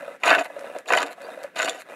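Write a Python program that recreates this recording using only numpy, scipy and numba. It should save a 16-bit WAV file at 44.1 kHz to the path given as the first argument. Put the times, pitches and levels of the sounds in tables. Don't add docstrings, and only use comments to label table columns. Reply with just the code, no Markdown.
import sys
import numpy as np
from scipy import signal
from scipy.fft import rfft, irfft, next_fast_len
from scipy.io import wavfile
from scipy.ndimage import uniform_filter1d
from numba import njit

SR = 44100
rng = np.random.default_rng(int(sys.argv[2]) if len(sys.argv) > 2 else 0)


def store_pcm(level_fs):
    pcm = np.round(np.clip(level_fs, -1, 1) * 32767).astype(np.int16)
    wavfile.write(sys.argv[1], SR, np.atleast_2d(pcm).T)


N = 85995
TIME = np.arange(N) / SR


def from_db(db):
    return 10 ** (np.asarray(db) / 20)


def rms(x):
    return np.sqrt(np.mean(x ** 2) + 1e-20)


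def level(tables, index):
    total = np.zeros(N)
    for table in tables:
        rows = np.array(table)
        total += from_db(np.interp(TIME, rows[:, 0], rows[:, index], left=-150, right=-150))
    return total


def drift(rate):
    r = np.exp(-2 * np.pi * rate / SR)
    slow = signal.lfilter([1], [1, -2 * r, r * r], rng.standard_normal(N + SR))[SR:]
    return slow / rms(slow)


def flurry():
    return rng.choice([-1., 1.], N)


def grains(per_s, spread_db, clump_db, clump_per_s):
    born = rng.random(N) < per_s / SR
    uneven_db = spread_db * np.minimum(rng.exponential(1, N), 4)
    sizes = from_db(uneven_db + clump_db * drift(clump_per_s))
    clicks = born * sizes * rng.choice([-1, 1], N)
    slow_power = np.abs(uniform_filter1d(clicks ** 2, size=420))
    return clicks / np.sqrt(slow_power + 1e-6)


def burst(start, rise_s, fall_s):
    age = TIME - start
    return np.clip(age / rise_s, 0, 1) * np.exp(-np.maximum(age - rise_s, 0) / fall_s)


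def bursts(rows, rise_s, fall_s):
    return sum(from_db(db) * burst(s, rise_s, fall_s) for s, db, *_ in rows)


def colour(x, points):
    size = 2 * next_fast_len(N)
    hz, db = np.transpose(points)
    grid = np.maximum(np.arange(size // 2 + 1) * SR / size, 1)
    cepstrum = irfft(np.log(from_db(np.interp(np.log(grid), np.log(hz), db))))
    cepstrum[1:size // 2] *= 2
    cepstrum[size // 2 + 1:] = 0
    return irfft(rfft(x, size) * np.exp(rfft(cepstrum)))[:N]


@njit
def moving_resonance(x, angle, r):
    out = np.zeros(len(x))
    for i in range(2, len(x)):
        drive = (1 - r * r) / 2 * (x[i] - x[i - 2])
        out[i] = drive + 2 * r * np.cos(angle[i]) * out[i - 1] - r * r * out[i - 2] + 1e-18
    return out


def resonate(x, hz, width_hz):
    angle = np.ones(N) * 2 * np.pi * hz / SR
    return moving_resonance(x, angle, np.exp(-np.pi * width_hz / SR))


MODE_SWAY_DB, MODE_SWAY_PER_S = 4.5, 37
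WOOD_WANDER, STEEL_WANDER, WANDER_PER_S = .018, .014, 70


def body(force, modes, crack, wander=WOOD_WANDER, ringing=1):
    sways = [from_db(MODE_SWAY_DB * np.clip(drift(MODE_SWAY_PER_S), -1, 1)) for _ in modes]
    shares = [flurry() * sway / rms(sway) for sway in sways]
    detunes = [1 + wander * drift(WANDER_PER_S) for _ in modes]

    def sound(x, into_modes):
        out = colour(x, crack)
        for (hz, width_hz, db), share, detune in zip(modes, shares, detunes):
            ring = resonate(x * share * into_modes, hz * detune, width_hz)
            out += from_db(db) * resonate(ring, hz, hz / 2)
        return out

    return sound(force, ringing) / rms(sound(flurry(), 1))


# frequency in Hz, relative level in dB.
AIR_COLOUR = [(25, -48), (90, -29.5), (180, -8.5), (520, -4.5), (1000, -24), (1600, -6), (3000, -20.5),
              (5000, -31), (11000, -33), (15500, -41)]
AIR_DB = -57


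def outdoor_air():
    air = colour(rng.standard_normal(N), AIR_COLOUR)
    return from_db(AIR_DB) * air / rms(air)


RUB_GRAINS_PER_S, RUB_SPREAD_DB, RUB_ROUGH_DB, RUB_ROUGH_PER_S, RUB_DB = 6500, 4.5, 4.5, 185, 5.5
JUDDER_DB, JUDDER_RISE_S, JUDDER_FALL_S = -12, 0.001, 0.0046
NOTE_DB, NOTE_RISE_S, NOTE_FALL_S = -5, 0.0035, 0.0084
NOTE_WAVER, NOTE_WAVER_PER_S = 0.0789, 136.3
# time in seconds, level in dB before RUB_DB.
RETURNS = [
    [(0.0, -43), (0.034, -46.5), (0.12, -47), (0.164, -50.5), (0.19, -82)],
    [(0.48, -50.5), (0.66, -44.5), (0.736, -47), (0.76, -43), (0.806, -50.5), (0.85, -68)],
    [(1.16, -55.5), (1.218, -45.5), (1.322, -44), (1.392, -47.5), (1.454, -46.5), (1.52, -64)],
    [(1.85, -56.5), (1.882, -53.5), (1.894, -44.5), (1.95, -45)],
]
# start in seconds, level in dB before JUDDER_DB or NOTE_DB, mean pitch in Hz.
JUDDERS = [(0.024, -23.5, 598), (0.078, -20.5, 571), (0.499, -26, 589), (0.563, -24, 592),
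           (0.584, -25.5, 579), (0.642, -22, 571), (0.669, -27, 514), (0.697, -25, 576),
           (0.749, -22.5, 692), (0.761, -22, 640), (1.178, -32.5, 694), (1.245, -26.5, 509),
           (1.284, -26, 589), (1.373, -27.5, 589), (1.442, -22.5, 530), (1.892, -42, 503)]
# mean pitch in Hz, width in Hz, relative level in dB.
SPINDLE = [(266, 59, -13), (511, 15, 2), (559.4, 63, 2), (680, 57, -9.5), (1017, 91, -17), (1318, 48, -7),
           (1617, 160, -8.5), (1990, 51, -9), (2490, 95, -13.5), (2730, 136, -18.5), (3670, 350, -24.5)]
# frequency in Hz, relative level in dB.
RUB_COLOUR = [(40, -71), (150, -25.5), (400, -15.5), (900, -12), (2600, -34), (4800, -38.5), (7500, -35.5),
              (11000, -36), (15500, -50)]
JUDDER_COLOUR = [(100, -40), (400, -11), (1000, -7.5), (2600, -22), (4500, -49), (12000, -43)]


def backspin():
    rub = grains(RUB_GRAINS_PER_S, RUB_SPREAD_DB, RUB_ROUGH_DB, RUB_ROUGH_PER_S)
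    rubbing = body(rub * from_db(RUB_DB) * level(RETURNS, index=1), SPINDLE, RUB_COLOUR)
    judder = from_db(JUDDER_DB) * bursts(JUDDERS, JUDDER_RISE_S, JUDDER_FALL_S) * flurry()
    scuffs = body(judder, SPINDLE, JUDDER_COLOUR)
    clock = np.cumsum(1 + NOTE_WAVER * drift(NOTE_WAVER_PER_S)) / SR
    notes = np.zeros(N)
    for s, db, hz in JUDDERS:
        notes += from_db(db + NOTE_DB) * burst(s, NOTE_RISE_S, NOTE_FALL_S) * np.sin(2 * np.pi * hz * clock)
    return rubbing + scuffs + notes


THIN_HZ, THIN_WIDTH_HZ, RASP_HZ, RASP_WIDTH_HZ = 930, 470, 2900, 180
# time in seconds, gain in dB at the centre of the lower middle, the same for the rasp.
THINNING = [(0.5, 0.5, 0), (1.0, -1, -1), (1.55, -6, 3.5)]


def thin(x):
    s, middle_db, rasp_db = np.transpose(THINNING)
    middle = from_db(np.interp(TIME, s, middle_db))
    rasp = from_db(np.interp(TIME, s, rasp_db))
    middle_change = (middle - 1) * resonate(x, THIN_HZ, THIN_WIDTH_HZ)
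    rasp_change = (rasp - 1) * resonate(x, RASP_HZ, RASP_WIDTH_HZ)
    return x + middle_change + rasp_change


BASS_DB, MID_DB, BASS_BELOW_HZ = -2, -2.5, 800
CATCH_DB, CATCH_IN_BASS_DB, CATCH_RISE_S, CATCH_FALL_S = -7, -9, 0.00033, 0.0014
# start in seconds, level in dB before CATCH_DB.
CATCHES = [(0.2345, -6.5), (0.2627, -2.5), (0.274, 0.5), (0.2875, 0), (0.3041, 0.5), (0.312, 3), (0.327, 2),
           (0.349, -6.5), (0.383, -6.5), (0.859, -24.5), (0.904, -5), (0.921, -2.5), (0.935, 2.5),
           (0.951, -5.5), (0.9735, 1.5), (1.009, -8.5), (1.029, -10), (1.5912, -8), (1.5985, -5),
           (1.606, -15), (1.619, -8.5), (1.628, -9.5), (1.657, -14), (1.678, -9.5)]
# mean pitch in Hz, width in Hz, relative level in dB.
WOOD = [(279.4, 33, -4), (395, 166, -7), (506, 37, 8.5), (611.4, 39, 6.5), (691, 40, 10), (831, 58, 3.5),
        (1013, 80, 3), (1212, 49, 1.5), (1359, 20, 3.5), (1515, 52, 6), (1668, 120, -2), (1964, 88, 1),
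        (2483, 58, -2), (2770, 34, -10.5), (2947, 97, -5.5)]
# frequency in Hz, relative level in dB.
BASS_CRACK = [(30, -38), (85, -52), (130, -23), (210, -16.5), (300, -7), (650, 3), (900, -12.5),
              (1500, -50.5), (4000, -57)]
MID_CRACK = [(200, -70), (600, -17.5), (900, -6), (1700, -10.5), (2700, -2.5), (3300, -22.5), (6000, -41),
             (15000, -49.5)]


def ringing_wood(snaps, mid_level, bass_level):
    catch = from_db(CATCH_DB) * bursts(CATCHES, CATCH_RISE_S, CATCH_FALL_S) * flurry()
    low_modes = [mode for mode in WOOD if mode[0] < BASS_BELOW_HZ]
    mid_modes = [mode for mode in WOOD if mode[0] >= BASS_BELOW_HZ]
    mid_force = snaps * from_db(MID_DB) * mid_level + catch
    bass_force = snaps * from_db(BASS_DB) * bass_level + from_db(CATCH_IN_BASS_DB) * catch
    return thin(body(bass_force, low_modes, BASS_CRACK) + body(mid_force, mid_modes, MID_CRACK))


TREBLE_DB = -1.5
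FULL_BITE_DB = -36.5
SHAVING_PER_S, SHAVING_SPREAD_DB, SHAVING_SHARE = 4500, 1, 0.23
SHAVING_CLUMP_DB, SHAVING_CLUMP_PER_S = 11, 110
SPLINTER_DB, SPLINTER_RISE_S, SPLINTER_FALL_S = -4, 0.00047, 0.0016
# start in seconds, level in dB before SPLINTER_DB.
SPLINTERS = [(0.2354, -21), (0.258, -21), (0.2788, -16), (0.294, -16.5), (0.3035, -15), (0.3485, -20),
             (0.9244, -16), (0.9345, -17), (0.949, -18.5), (0.972, -19.5), (0.9842, -19.5), (1.003, -21),
             (1.0279, -20), (1.5905, -21), (1.6196, -21.5), (1.628, -19), (1.645, -17.5), (1.6746, -28),
             (1.6846, -21), (1.6945, -15)]
# mean pitch in Hz, width in Hz, relative level in dB.
STEEL = [(3650, 260, 6), (3890, 290, 0), (4545, 170, 1.5), (5570, 360, -4.5), (6960, 265, 4.5),
         (9240, 480, -9)]
# frequency in Hz, relative level in dB.
TREBLE_CRACK = [(800, -51), (2600, -1.5), (3800, -8.5), (5500, -15.5), (8000, -17.5), (11000, -13.5),
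                (14000, -28), (16000, -36)]


def ringing_gouge(snaps, edge_level):
    shaving = grains(SHAVING_PER_S, SHAVING_SPREAD_DB, SHAVING_CLUMP_DB, SHAVING_CLUMP_PER_S)
    on_steel = np.sqrt(1 - SHAVING_SHARE) * snaps + np.sqrt(SHAVING_SHARE) * shaving
    splinter = from_db(SPLINTER_DB) * bursts(SPLINTERS, SPLINTER_RISE_S, SPLINTER_FALL_S) * flurry()
    force = on_steel * from_db(TREBLE_DB) * edge_level + splinter
    bite = np.sqrt(np.minimum(edge_level / from_db(FULL_BITE_DB), 1))
    return body(force, STEEL, TREBLE_CRACK, wander=STEEL_WANDER, ringing=bite)


SNAPS_PER_S, SNAP_SPREAD_DB, TEAR_DB, TEAR_PER_S = 2600, 5, 3.5, 253
# time in seconds, then the levels of the
# midrange, the treble and the bass in dB, before MID_DB, TREBLE_DB and BASS_DB.
PUSHES = [
    [(0.2, -54, -55, -66), (0.231, -41, -51.5, -38), (0.236, -21, -40.5, -43), (0.252, -27.5, -34.5, -22),
     (0.264, -18.5, -28.5, -24.5), (0.314, -14.5, -35, -16.5), (0.342, -18, -35.5, -34),
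     (0.352, -18.5, -34, -26), (0.376, -32.5, -46, -23), (0.386, -23, -36, -27), (0.416, -28, -39, -19.5),
     (0.432, -44, -52, -70), (0.458, -33, -44.5, -27), (0.49, -64, -74, -98)],
    [(0.85, -60, -71, -51.5), (0.878, -44, -40.5, -36), (0.888, -25, -36.5, -33), (0.91, -34, -39.5, -23.5),
     (0.934, -15.5, -40.5, -22), (0.962, -37, -38, -17), (0.974, -21, -30.5, -29.5),
     (0.992, -26.5, -39.5, -24), (1.016, -22, -36, -28), (1.03, -28, -36, -24.5), (1.046, -41, -59, -29.5),
     (1.064, -35, -41.5, -36), (1.11, -42.5, -56, -35.5), (1.13, -47, -45.5, -51.5), (1.16, -61, -85, -59)],
    [(1.53, -64, -77, -58), (1.556, -44, -49, -48), (1.559, -30, -39, -26.5), (1.598, -24.5, -34, -37.5),
     (1.636, -33.5, -38, -27), (1.66, -27.5, -31.5, -26), (1.668, -36, -51, -31.5),
     (1.678, -21.5, -39, -26), (1.696, -33.5, -32.5, -32), (1.712, -35.5, -45, -36),
     (1.754, -39, -44.5, -35.5), (1.822, -46, -48.5, -53), (1.836, -70, -82, -57)],
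]


def cut():
    snaps = grains(SNAPS_PER_S, SNAP_SPREAD_DB, TEAR_DB, TEAR_PER_S)
    wood = ringing_wood(snaps, mid_level=level(PUSHES, index=1), bass_level=level(PUSHES, index=3))
    return wood + ringing_gouge(snaps, edge_level=level(PUSHES, index=2))


CHIP_RISE_S, CHIP_FALL_S = 0.0005, .0008
# start in seconds, level in dB before the colouring.
CHIPS = [(0.445, -34), (0.593, -38.5), (0.609, -41.5), (0.786, -32.5), (0.857, -45), (1.064, -35.5),
         (1.218, -40.5), (1.432, -37), (1.437, -34)]
# frequency in Hz, gain in dB.
CHIP_COLOUR = [(200, -25), (1500, 11), (4200, 2.5), (7000, 2), (11000, -1), (15500, -17)]


def chips():
    return colour(bursts(CHIPS, CHIP_RISE_S, CHIP_FALL_S) * flurry(), CHIP_COLOUR)


LAST_GAP_S, GAP_SHRINK, SLIP_FADE_DB = 0.0068, 0.8, 1.6
# time of the last slip in seconds, its level in dB before colouring.
HALTS = [(0.46, -32.5), (1.130, -34), (1.8197, -32)]
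# frequency in Hz, gain in dB.
SLIP_COLOUR = [(150, -28), (500, -5), (2200, 13), (3300, -2), (4300, 8.5), (5200, -17), (7200, 0),
               (9000, -6), (11200, 0.5), (15500, -20)]


def creaks(count=7, rise_s=.0001, fall_s=0.00079):
    gaps_s = LAST_GAP_S * GAP_SHRINK ** np.arange(count - 1)
    back_s = np.concatenate([[0], np.cumsum(gaps_s)])
    slips = np.zeros(N)
    for last_s, db in HALTS:
        for k, back in enumerate(back_s):
            slips += from_db(db - SLIP_FADE_DB * k) * burst(last_s - back, rise_s, fall_s)
    return colour(slips * flurry(), SLIP_COLOUR)


SQUEAK_WAVER, SQUEAK_WAVER_PER_S = .008, 470
SQUEAK_ROUGH_DB, SQUEAK_ROUGH_PER_S = 2.5, 150
# start in seconds, length in seconds,
# start pitch in Hz and end pitch in Hz before the waver, peak level in dB before the roughness.
SQUEAKS = [(1.218, .055, 4300, 4900, -53), (1.305, .042, 3450, 3900, -54)]


def squeaks():
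    out = np.zeros(N)
    for s, length, start_hz, end_hz, db in SQUEAKS:
        done = np.clip((TIME - s) / length, 0, 1)
        glide_hz = start_hz + (end_hz - start_hz) * done
        hz = glide_hz * (1 + SQUEAK_WAVER * drift(SQUEAK_WAVER_PER_S))
        gain = from_db(db + SQUEAK_ROUGH_DB * drift(SQUEAK_ROUGH_PER_S)) * np.sin(np.pi * done)
        out += gain * np.sin(2 * np.pi * np.cumsum(hz) / SR)
    return out


SCATTER_DB, SCATTER_T60_S = -8.5, 0.076


def scatter(x):
    decay = from_db(-60 * np.minimum(TIME / SCATTER_T60_S, 4))
    tail = rng.standard_normal(N) * decay * (TIME > .002)
    return signal.fftconvolve(x, tail / np.sqrt(np.sum(tail ** 2)))[:N]


def scene():
    lathe = backspin() + cut() + chips() + creaks() + squeaks()
    reflections = from_db(SCATTER_DB) * scatter(lathe)
    return (lathe + reflections + outdoor_air())[None]


CUTOFF_HZ = 15700


def record(dry):
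    lowpass = signal.ellip(12, .1, 80, CUTOFF_HZ, fs=SR, output="sos")
    return signal.sosfilt(lowpass, dry)


dry = scene()
out = record(dry)
store_pcm(out)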